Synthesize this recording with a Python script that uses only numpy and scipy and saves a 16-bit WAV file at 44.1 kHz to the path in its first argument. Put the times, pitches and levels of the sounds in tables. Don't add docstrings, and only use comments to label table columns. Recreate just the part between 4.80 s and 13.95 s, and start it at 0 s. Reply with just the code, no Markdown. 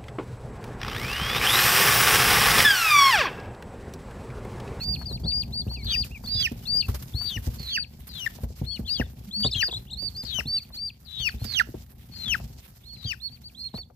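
import sys
import numpy as np
from scipy import signal
from scipy.io import wavfile
from scipy.ndimage import uniform_filter1d

SR = 44100
rng = np.random.default_rng(int(sys.argv[2]) if len(sys.argv) > 2 else 0)


def file_out(sig):
    cols = np.atleast_2d(sig).T
    lim = np.clip(cols, -1, 1)
    pcm = np.round(lim * 32767).astype(np.int16)
    wavfile.write(sys.argv[1], SR, pcm)


def gain_from_db(level_db):
    decades = np.asarray(level_db, float) / 20
    return 10 ** decades


N = 403515


def rms_one(x):
    return x / np.sqrt(np.mean(x ** 2) + 1e-20)


def drift(rate_hz, count=N):
    r = np.exp(-2 * np.pi * rate_hz / SR)
    noise = rng.standard_normal(count + 9000)
    return rms_one(signal.lfilter([1], [1, -2 * r, r * r], noise)[9000:])


def band(x, low_hz, high_hz):
    sos = signal.butter(2, [low_hz, min(high_hz, SR * .45)], "band", fs=SR, output="sos")
    return signal.sosfilt(sos, x)


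def ring(clicks, hz, t60_s):
    r, w = gain_from_db(-60 / (t60_s * SR)), 2 * np.pi * hz / SR
    return signal.lfilter([0, np.sin(w)], [1, -2 * r * np.cos(w), r * r], clicks + 1e-18)


def add(out, start, sound, pan_db, lag_ms):
    steps = np.arange(len(sound))
    for side, sign in enumerate((1, -1)):
        late = np.interp(steps - sign * lag_ms * SR / 2000, steps, sound)
        out[side, start:start + len(sound)] += (late * gain_from_db(sign * pan_db / 2))[:N - start]


def shavings(rustle_db):
    # hz, level_db per Hz
    flake_colour = [(350, -17.5), (700, -21), (1400, -20), (2900, -19.5), (5000, -18), (7500, -21.5),
                    (10000, -25), (12500, -22.5), (15500, -21)]
    # start_s, peak_db
    scratches = [(1.715, -70), (2.081, -55.5), (2.142, -50), (2.222, -65.5), (2.794, -60.5), (3.632, -68),
                 (6.6408, -58), (8.942, -72.5), (0.216, -85.5), (.412, -87), (4.598, -59), (7.6, -99),
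                 (1.041, -66), (1.242, -59), (3.554, -90), (5.362, -71), (5.433, -64), (3.268, -64),
                 (4.39, -78), (7.284, -86), (.868, -69.5), (5.94, -68)]
    hz, per_hz_db = np.transpose(flake_colour)
    grain_chance = 400 * gain_from_db(3.5 * drift(8)) / SR
    grains = 1 + (rng.random((2, 2, N)) < grain_chance) * gain_from_db(18.0)
    white = rng.standard_normal((2, 2, N)) * grains
    own_db = [2.0 * drift(14) for k in range(3)]
    together_db = 3.0 * drift(25)
    out, edges_hz = 0, 250 * 2 ** np.arange(0, 6.5, .5)
    for k, (low, high) in enumerate(zip(edges_hz, edges_hz[1:])):
        colour_db = np.interp(np.log(low * high) / 2, np.log(hz), per_hz_db)
        gain_db = colour_db + together_db + own_db[k // 2 % 3]
        out = out + gain_from_db(gain_db) * band(white[k % 2], low, high)

    kicks = np.zeros(N)
    for s, db in scratches:
        kicks[int(s * SR)] = gain_from_db(db + 13.0)
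    fade = np.exp(-1 / (0.012 * SR))
    bursts = uniform_filter1d(signal.lfilter([1], [1, -fade], kicks + 1e-18), 200, origin=99)
    top_rms = np.sqrt(np.mean(band(out, 10500, 15500) ** 2))
    return out / top_rms * (gain_from_db(rustle_db) + bursts) * gain_from_db(np.array([[-1.5], [1.5]]))


def taps():
    # start_s, peak_db, pitch_hz
    tap_rows = [(0.213, -31.5, 1330), (0.31, -29, 520), (0.433, -31, 426), (0.453, -29, 670),
                (0.912, -36, 684), (1.437, -34.5, 900), (1.721, -31, 395), (1.947, -32.5, 515),
                (2.083, -31, 398), (2.142, -31.5, 536), (2.408, -45, 670), (2.67, -31.5, 405),
                (3.583, -33, 670), (3.635, -28.5, 540), (3.703, -35, 420), (3.996, -31.5, 388),
                (4.197, -18.5, 520), (4.647, -17.5, 523), (4.882, -29, 668), (4.926, -28.5, 790),
                (5.225, -32.5, 423), (5.436, -34.5, 520), (5.586, -25, 710), (5.902, -42, 950),
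                (6.872, -38, 520), (6.941, -29.5, 404), (7.597, -34, 760), (8.94, -25, 650),
                (8.977, -34.5, 509), (9.099, -44, 665), (2.085, -27.5, 1300), (2.15, -37, 1550),
                (2.411, -34, 1360), (4.198, -36, 1250), (1.441, -43, 1300), (0.002, -34.5, 1550)]
    # start_s, length_s, pitch_hz, level_db (rms)
    buzz_rows = [
        (4.472, 0.034, 199, -42.5),
        (4.563, 0.076, 207, -39.5),
    ]
    out, t = np.zeros(N + SR), np.arange(SR // 10) / SR
    for (s, db, hz), noise in zip(tap_rows, rng.standard_normal((len(tap_rows), len(t)))):
        knock = band(noise * np.exp(-t / 0.011), 0.49 * hz, 1.24 * hz)
        out[int(s * SR):][:len(t)] += gain_from_db(db - 5.0) * knock / np.abs(knock).max()
    for s, length_s, hz, db in buzz_rows:
        hump = np.clip(np.sin(np.pi * np.minimum(t / length_s, 1)), 0, 1) ** .5
        out[int(s * SR):][:len(t)] += gain_from_db(db + 7.5) * np.sin(2 * np.pi * hz * t) * hump
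    return out[:N]


def floor(rumble_db):
    # start_s, peak_db, main_ring_hz
    bumps = [(0.448, -17, 156), (0.867, -15.5, 190), (1.052, -20.5, 95), (1.549, -19.5, 104),
             (2.085, -12.5, 82), (2.343, -18.5, 80.5), (2.564, -17.5, 101), (2.671, -12.5, 77.7),
             (2.799, -22.5, 118), (3.634, -15.5, 76), (3.815, -11.5, 134), (3.993, -18.5, 211),
             (4.199, -10.5, 230), (4.755, -21, 92.5), (6.54, -22, 67), (4.649, -13, 152),
             (4.954, -27.5, 108), (5.587, -26, 161), (5.656, -22.5, 140), (6.399, -23.5, 74),
             (6.617, -20, 96), (8.25, -23.5, 106), (8.942, -23, 197), (6.65, -22.5, 224),
             (6.889, -27.5, 305), (6.943, -24, 337), (1.716, -20, 240)]
    # hz, level_db, t60_s
    floor_modes = [(63.7, -0.5, 0.35), (87.6, -7.5, 0.48), (118.8, 0.5, 0.17), (225.7, -3, 0.1),
                   (395.5, -19, 0.14), (493, -21.5, 0.13), (787, -7.5, 0.017)]
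    force = gain_from_db(3.13 * np.minimum(rng.exponential(1, N), 4))
    steps = (rng.random(N) < 300 / SR) * force * rng.choice([-1, 1], N)
    _, bump_db, bump_hz = np.transpose(bumps)
    at = [int(s * SR) for s, db, hz in bumps]
    chance = rng.standard_normal((len(bumps), len(floor_modes)))
    patter, thuds = 0, np.zeros(N)
    for k, (hz, level_db, t60_s) in enumerate(floor_modes):
        sign = (-1) ** k
        patter = patter + sign * gain_from_db(level_db) * ring(steps, hz, 0.45 * t60_s)
        late = (np.abs(chance[:, -k]) * .004 * SR).astype(int)
        detuned_db = 2.0 * np.abs(np.log2(hz / bump_hz))
        blows = np.zeros(N)
        blows[at + late] = gain_from_db(bump_db + level_db - 10.5 + 2.0 * chance[:, k] - detuned_db)
        thuds += sign * ring(blows, hz, t60_s)

    for i, (s, db, hz) in zip(at, bumps):
        part = thuds[i:i + SR // 5]
        n = np.arange(len(part))
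        part += gain_from_db(db - 2.0) * ring(n == 0, hz, 8.1 / hz)
        crunch = rng.standard_normal(len(part)) * np.exp(-n / SR / 0.04)
        part += gain_from_db(db - 19.5) * band(crunch, 170, 570)
    cushion = signal.butter(2, 900, fs=SR, output="sos")
    return signal.sosfilt(cushion, gain_from_db(rumble_db) * rms_one(patter) + thuds) + taps()


def pen(x, t60_s, cut_hz):
    t = np.arange(int(.3 * SR)) / SR
    tail = band(rng.standard_normal((2, len(t))), 2300, cut_hz) * gain_from_db(-60 * t / t60_s) * (t > .002)
    return signal.fftconvolve(x, tail / np.sqrt(np.sum(tail ** 2) / 2), axes=1)[:, :N]


def contour(rows, round_s, lead_s):
    s, hz, level_db = np.transpose(rows)
    slope = np.clip(np.diff(hz) / np.diff(s), -4e4, 4e4)
    s = np.r_[s[0] - lead_s, s, s[-1] + lead_s]
    hz = np.r_[hz[0] - slope[0] * lead_s, hz, hz[-1] + slope[-1] * lead_s]
    level_db = np.r_[level_db[0] - 22, level_db, level_db[-1] - 22]
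    start = max(int(s[0] * SR), 0)
    t = np.arange(start, int(s[-1] * SR)) / SR
    pitch = uniform_filter1d(np.interp(t, s, hz), max(int(round_s * SR), 1), mode="nearest")
    return start, pitch, np.sqrt(2) * gain_from_db(np.interp(t, s, level_db))


def warble(turns):
    turns, u = np.array(turns), np.linspace(0, 1, 7)[:-1, None]
    eased = np.c_[u, (1 - np.cos(np.pi * u)) / 2, u]
    return np.vstack([a + (b - a) * eased for a, b in zip(turns, turns[1:])] + [turns[-1:]])


def sag(start_s, length_s, start_hz, level_db):
    t = np.array([-0.0082, 0, length_s / 2, length_s])
    hz = start_hz * np.where(t < 0, 1 - 0.055, np.exp(-4.1 * t))
    return np.c_[start_s + t, hz, level_db - 30 * t]


def cheep(crest_s, half_s, crest_hz, level_db):
    u = np.linspace(-1, 1, 15)
    rising = u < 0
    s = crest_s + half_s * u * np.where(rising, 1.5, 1)
    depth_share, bend = np.where(rising, 0.15, 0.23), np.where(rising, 2.2, 3)
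    return np.c_[s, crest_hz * (1 - depth_share * np.abs(u) ** bend), level_db - 4.5 * u ** 2]


def arch(start_s, hold_s, crest_hz, level_db, fall_share, fall_db):
    onset_dip, onset_s = 0.18, .012
    creep_share, creep_s, creep_bend = .035, .1, 2.3
    shoulder_hz, shoulder_s, shoulder_db = 520, .018, -3
    plunge_hz, plunge_s = 1743, .014
    t = np.linspace(0, hold_s, 16)
    v = np.linspace(0, 1, 8)[1:]
    u = np.linspace(0, fall_share, 8)[1:]
    dip = onset_dip * (np.exp(-t / onset_s) - np.exp(-hold_s / onset_s))
    rise_hz = crest_hz * (1 - dip - creep_share * ((hold_s - t) / creep_s) ** creep_bend)
    round_hz = crest_hz - shoulder_hz * v ** 1.7
    fall_hz = crest_hz - shoulder_hz - plunge_hz * u ** 0.72
    swell_db = -9 * np.exp(-t / 0.027) - 20 * (hold_s - t)
    round_db = swell_db[-1] + shoulder_db * v ** 2
    fade_db = swell_db[-1] + shoulder_db + fall_db * (u / fall_share) ** .3
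    return np.c_[start_s + np.r_[t, hold_s + shoulder_s * v, hold_s + shoulder_s + plunge_s * u],
                 np.r_[rise_hz, round_hz, fall_hz],
                 level_db + np.r_[swell_db, round_db, fade_db]]


def small_calls():
    # start_s, hold_s, crest_hz, level_db (rms), pan_db
    full_peeps = [(-.006, 0.14, 4720, -28, -4.5), (.445, 0.16, 4770, -26.5, 6),
                  (1.084, 0.126, 4785, -27, 6), (1.858, 0.14, 4770, -23, 8), (2.876, 0.142, 4620, -31, 8),
                  (3.851, 0.095, 4450, -34.5, 13), (5.964, 0.11, 4727, -30.5, 5.5),
                  (6.366, 0.13, 4550, -40.5, -9), (8.039, 0.102, 4380, -44, -10),
                  (0.308, 0.041, 4560, -33.5, 2), (0.468, 0.025, 4610, -28, 5),
                  (5.775, 0.047, 4630, -43.5, 3), (5.925, 0.035, 4580, -37.5, 0),
                  (8.499, 0.046, 4570, -49, 10), (8.635, 0.035, 4660, -40, 3),
                  (8.784, 0.038, 4760, -40.5, 3), (8.929, 0.023, 4780, -50.5, 5),
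                  (1.17, 0.061, 4480, -44, 4), (8.946, 0.011, 4180, -37.5, 14)]
    cut_peeps = [(.142, 0.085, 4430, -44.5, 11.5), (1.46, 0.15, 4836, -26, -5),
                 (2.339, 0.1445, 4660, -31, 12), (4.513, .152, 4630, -25, 4.5),
                 (5.161, 0.11, 4670, -32, -11), (5.661, 0.11, 4666, -24.5, -1),
                 (8.75, 0.12, 4280, -35, -7.5), (0.726, 0.077, 4655, -27, 3.5),
                 (0.887, 0.06, 4540, -35.5, 4), (8.405, 0.065, 4420, -33, -10), (6.581, .06, 4320, -47, 4),
                 (6.752, 0.048, 4650, -37.5, 5)]
    # crest_s, half_s, crest_hz, level_db (rms), pan_db
    cheeps = [
        (4.138, 0.039, 4785, -28.5, 10),
        (4.856, 0.033, 4860, -25, 1.5),
        (5.402, 0.035, 4860, -34.5, 1),
        (8.286, 0.03, 4730, -36, 3),
        (8.996, 0.039, 4480, -39, -4),
        (1.053, 0.022, 4580, -40, 5),
        (1.341, 0.021, 2830, -51.5, -5),
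    ]
    # start_s, length_s, start_hz, level_db (rms), pan_db
    sags = [
        (0.268, 0.065, 4860, -35.5, 7),
        (0.447, 0.069, 4830, -42, 1),
        (0.778, 0.052, 4230, -49.5, 9),
        (.972, 0.067, 4900, -48.5, 1.5),
        (1.834, 0.048, 3100, -59, 16),
        (3.922, 0.046, 3430, -40.5, 6),
        (4.245, 0.019, 3740, -51, 0),
        (1.593, 0.021, 3900, -51.5, 0),
    ]
    # start_s, length_s, from_hz, to_hz, level_db
    glides = [(-0.002, .033, 2850, 2400, -51), (0.144, .018, 2600, 3900, -54),
              (0.88, .008, 2700, 3100, -52), (0.956, .026, 2950, 2450, -49.5),
              (0.983, .045, 2400, 2170, -51), (1.12, .03, 2450, 2400, -42), (1.349, .027, 2600, 2230, -44),
              (1.444, .03, 4620, 4480, -45), (1.585, .04, 2850, 2600, -51), (1.636, .03, 4700, 4250, -45.5),
              (2.006, .05, 3050, 2620, -40.5), (2.03, .025, 4650, 4270, -50),
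              (2.977, .028, 2780, 2480, -48), (4.063, .033, 3550, 2700, -40), (4.05, .008, 3150, 3550, -47),
              (4.683, .013, 3100, 2300, -49.5), (4.762, .01, 3950, 3650, -30.5),
              (4.83, .013, 3850, 3150, -49.5), (4.885, .012, 3700, 2700, -42.5),
              (5.073, .035, 2850, 4400, -54), (5.758, .028, 3150, 2620, -48),
              (5.797, .007, 2550, 2250, -52.5), (6.49, .007, 3450, 2950, -36),
              (7.352, .026, 4800, 4570, -45), (8.081, .04, 3800, 2900, -60)]
    # s, pitch_hz, level_db (rms)
    warbles = [
        [(4.630, 3900, -27), (4.638, 2970, -19), (4.657, 3900, -18), (4.665, 3580, -17.5), (4.678, 4360, -22)],
        [(4.715, 5100, -33), (4.727, 3560, -23), (4.737, 4150, -17), (4.753, 2700, -31), (4.762, 3350, -24)],
        [(4.912, 3300, -37), (4.920, 4000, -22), (4.933, 3200, -31), (4.945, 3930, -18), (4.954, 3350, -30),
         (4.968, 4090, -24.5), (4.981, 4010, -30)],
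        [(5.099, 2860, -50), (5.112, 4000, -27), (5.122, 3620, -32), (5.137, 4200, -30), (5.147, 3700, -28),
         (5.155, 3900, -54)],
    ]
    calls = [(arch(*row, 1, -12), pan_db) for *row, pan_db in full_peeps]
    calls += [(arch(*row, 0.2, -9.5), pan_db) for *row, pan_db in cut_peeps]
    calls += [(cheep(*row), pan_db) for *row, pan_db in cheeps]
    calls += [(sag(*row), pan_db) for *row, pan_db in sags]
    calls += [([(s, from_hz, db), (s + length_s, to_hz, db)], 7) for s, length_s, from_hz, to_hz, db in glides]
    return calls + [(warble(turns), 3) for turns in warbles]


def peeps():
    # pitch_hz, gain_db
    pitch_colour = [(2200, -2), (2600, 3), (3100, -6), (3500, -3), (3900, -13), (4250, -1), (4600, 0.1)]
    out = np.zeros((2, N))
    calls = small_calls()
    lags_ms = .03 * rng.standard_normal(len(calls)) - 0.056
    for (rows, pan_db), lag_ms in zip(calls, lags_ms):
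        start, hz, height = contour(rows, round_s=.003, lead_s=.007)
        n = len(hz)
        waver = 0.0029 * drift(60, count=n) + 0.003 * drift(13, count=n)
        phase = 2 * np.pi * np.cumsum(hz * (1 + waver)) / SR
        tone = gain_from_db(np.interp(hz, *np.transpose(pitch_colour))) * np.sin(phase)
        tone += gain_from_db(-23.5 - 0.0012 * np.abs(hz - 3000)) * np.sin(2 * phase)
        tone += gain_from_db(-44.0) * np.sin(3 * phase)
        add(out, start, height * gain_from_db(1.6 * drift(51, count=n)) * tone, pan_db, lag_ms)
    return out


def slide(knee_s, length_s, start_hz, knee_hz, level_db, break_s, after_hz, break_hz,
          gulp_db, last_hz, span, bow, swell_db_per_s, lift_db):
    crack_s, drop_s, gulp_s, gulp_hz = 0.0047, .008, .012, 1870
    u = np.linspace(0, 1, 7)
    t = np.r_[-max(length_s, break_s + 2 * crack_s), -break_s - crack_s, break_s * (u - 1)]
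    bowed_hz = after_hz + (knee_hz - after_hz) * u ** bow
    hz = np.r_[start_hz, min(after_hz + break_hz, start_hz), bowed_hz, (knee_hz + gulp_hz) / 2, gulp_hz, last_hz]
    call_db = level_db + swell_db_per_s * t + lift_db * np.r_[0, 0, u ** 3]
    catch_db = min(level_db, gulp_db) - 8
    return np.c_[knee_s + np.r_[t, drop_s / 2, drop_s, drop_s + gulp_s * span], hz,
                 np.r_[call_db, catch_db, gulp_db, gulp_db - 6]]


def slides():
    # knee_s, length_s (before the knee), start_hz, knee_hz, level_db (rms)
    calls = [(1.154, 0.096, 4150, 2485, -27), (1.666, 0.19, 4490, 2444, -23.5),
             (2.567, .11, 4230, 2830, -34), (2.967, 0.18, 4430, 2600, -29.5),
             (3.457, 0.165, 4340, 2710, -34), (4.206, 0.14, 4060, 2650, -33.5),
             (4.821, .058, 3430, 2590, -29), (5.6, 0.15, 4420, 2650, -30), (6.481, .23, 4490, 2466, -29),
             (6.791, 0.14, 4790, 2740, -25.5), (7.537, 0.22, 4424, 2550, -23.5),
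             (8.322, 0.2, 4400, 2510, -35)]
    # pan_db (left minus right), lag_ms (left)
    places = [(4.5, 0.647), (-6.5, 0.5), (8, -0.003), (-5, 0.438), (10.5, -0.57), (6, -0.086), (15, 0.014),
              (16, -0.65), (13.5, 0.98), (-11, 0.48), (10, -0.063), (13.5, 0.93)]
    # level_db (rms), last_hz
    gulps = [(-38, 1850), (-30, 1780), (-33, 1750), (-24, 1480), (-21, 1720), (-27, 1550), (-24, 1550),
             (-33, 1380), (-32, 1450), (-17, 1320), (-25, 1330), (-38, 1480)]
    spans = [.4, .55, .6, .9, 1, 1, .9, .3, .55, 1.5, 1, 1.2]
    bows = [2.6, 3.0, 1.1, 2.1, 1.27, 2, 2.5, 3.3, 2.7, 0.95, 1.5, 2.3]
    # swell_db_per_s, lift_db (added towards the knee, negative fades)
    efforts = [(123, 4), (135, -1), (121, -1), (94, 5), (100, -10), (143, 1.5), (100, -0.5), (123, 1),
               (133, 4), (130, 4), (131, 0.5), (142, 4)]
    # break_s (before the knee), after_hz, break_hz, split_hz (second above first), second_db
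    voices = [(.068, 3420, 33, 440, 2), (0.093, 3480, 140, 540, -4), (0.074, 3450, 188, 350, 5),
              (.068, 3400, 540, 310, -6), (0.041, 2950, 61, 570, 0), (0.058, 3480, 250, 550, -5),
              (0.063, 3300, 32, 850, -7), (0.049, 3060, 78, 520, 1.5), (0.19, 3560, 36, 360, 4.5),
              (.042, 3400, 650, 440, -9), (.082, 3550, 540, 350, -16.5), (0.061, 3250, 500, 640, -8)]
    out = np.zeros((2, N))
    for row, place, gulp, span, bow, effort, (*crack, split_hz, second_db) in zip(
            calls, places, gulps, spans, bows, efforts, voices):
        rows = slide(*row, *crack, *gulp, span, bow, *effort)
        start, hz, height = contour(rows, round_s=0.003, lead_s=.004)
        n = len(hz)
        hoarse = np.clip((hz - 3050) / 250, 0, 1)
        rough = np.clip((hz - 3200) / 550, 0, 1)
        waver = (0.002 + .013 * rough) * drift(130, count=n)
        phase = 2 * np.pi * np.cumsum(hz * (1 + waver)) / SR
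        apart_hz = split_hz * np.clip((hz - 2300) / 1100, .6, 1)
        beat = 2 * np.pi * np.cumsum(apart_hz * (1 + 0.13 * drift(80, count=n))) / SR
        second = np.sin(phase + beat) + gain_from_db(-18.0) * np.sin(phase - beat) + gain_from_db(-23.5) * np.sin(phase - 2 * beat)
        overtones = sum(gain_from_db(db) * np.sin(k * phase) for k, db in enumerate((-8.0, -26, -26.5, -24.5), start=2))
        breath = rng.standard_normal((2, n))
        rasp = gain_from_db(-15) * band(breath[0], 1200, 6000) + gain_from_db(-28) * band(breath[1], 10500, 16000)
        rasp = rasp * gain_from_db(4.5 * drift(40, count=n))
        subharmonics = np.sin(phase / 2) + 0.37 * np.sin(phase / 3)
        breaks_db = 4.0 * np.maximum(rough, .25 * (hz < 2300)) * np.clip(drift(120, count=n), -2.5, .5)
        voice = np.sin(phase) + hoarse * gain_from_db(second_db) * second
        voice += (1 - 0.94 * hoarse) * np.clip(hz / 2600, 0, 1) ** 5 * overtones
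        voice += gain_from_db(-34.5 + 5.3 * drift(70, count=n)) * subharmonics
        voice += (0.24 + hoarse + 0.63 * (hz < 2200)) * rasp
        add(out, start, height * gain_from_db(breaks_db + 0.89 * drift(66, count=n)) * voice, *place)
    return out


def scene():
    # s, rumble_db (tread on the floor), rustle_db (scuffing in the shavings)
    stir = [(0.0, -31.5, -59.5), (0.53, -34.5, -64.5), (1.65, -38.5, -59.5), (2.8, -41.5, -56.5),
            (3.08, -46, -69.5), (3.44, -44, -55.5), (3.74, -42, -62.5), (4.87, -43.5, -64),
            (5.07, -41.5, -67.5), (5.5, -44, -57), (6.191, -51, -71), (6.62, -44.5, -59),
            (7.21, -47.5, -68), (7.52, -37, -57.5), (7.85, -46.5, -63), (7.978, -49, -66.5),
            (8.84, -50, -69), (9.15, -51, -82)]
    s, rumble_db, rustle_db = np.transpose(stir)
    t = np.arange(N) / SR
    voices = peeps() + slides()
    boards = floor(np.interp(t, s, rumble_db))
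    uneven = gain_from_db(-15.5) * band(np.roll(boards, 60), 60.0, 1100) + gain_from_db(-4.0) * band(boards, 280, 1600)
    uneven = uneven * np.array([[1], [-1]])
    walls = gain_from_db(-16.5) * pen(voices, t60_s=0.21, cut_hz=43000)
    return voices + walls + boards + uneven + shavings(np.interp(t, s, rustle_db))


def top_cut(x):
    return signal.sosfilt(signal.butter(12, 16640, fs=SR, output="sos"), x)


def record(dry):
    x = signal.sosfilt(signal.butter(4, 45, "high", fs=SR, output="sos"), dry)
    x = x + gain_from_db(-2.0) * band(x, 10770, 16000)
    x = signal.sosfilt(signal.cheby2(12, 60, 16080, fs=SR, output="sos"), x)
    return top_cut(x)


dry = scene()
out = record(dry)
file_out(out)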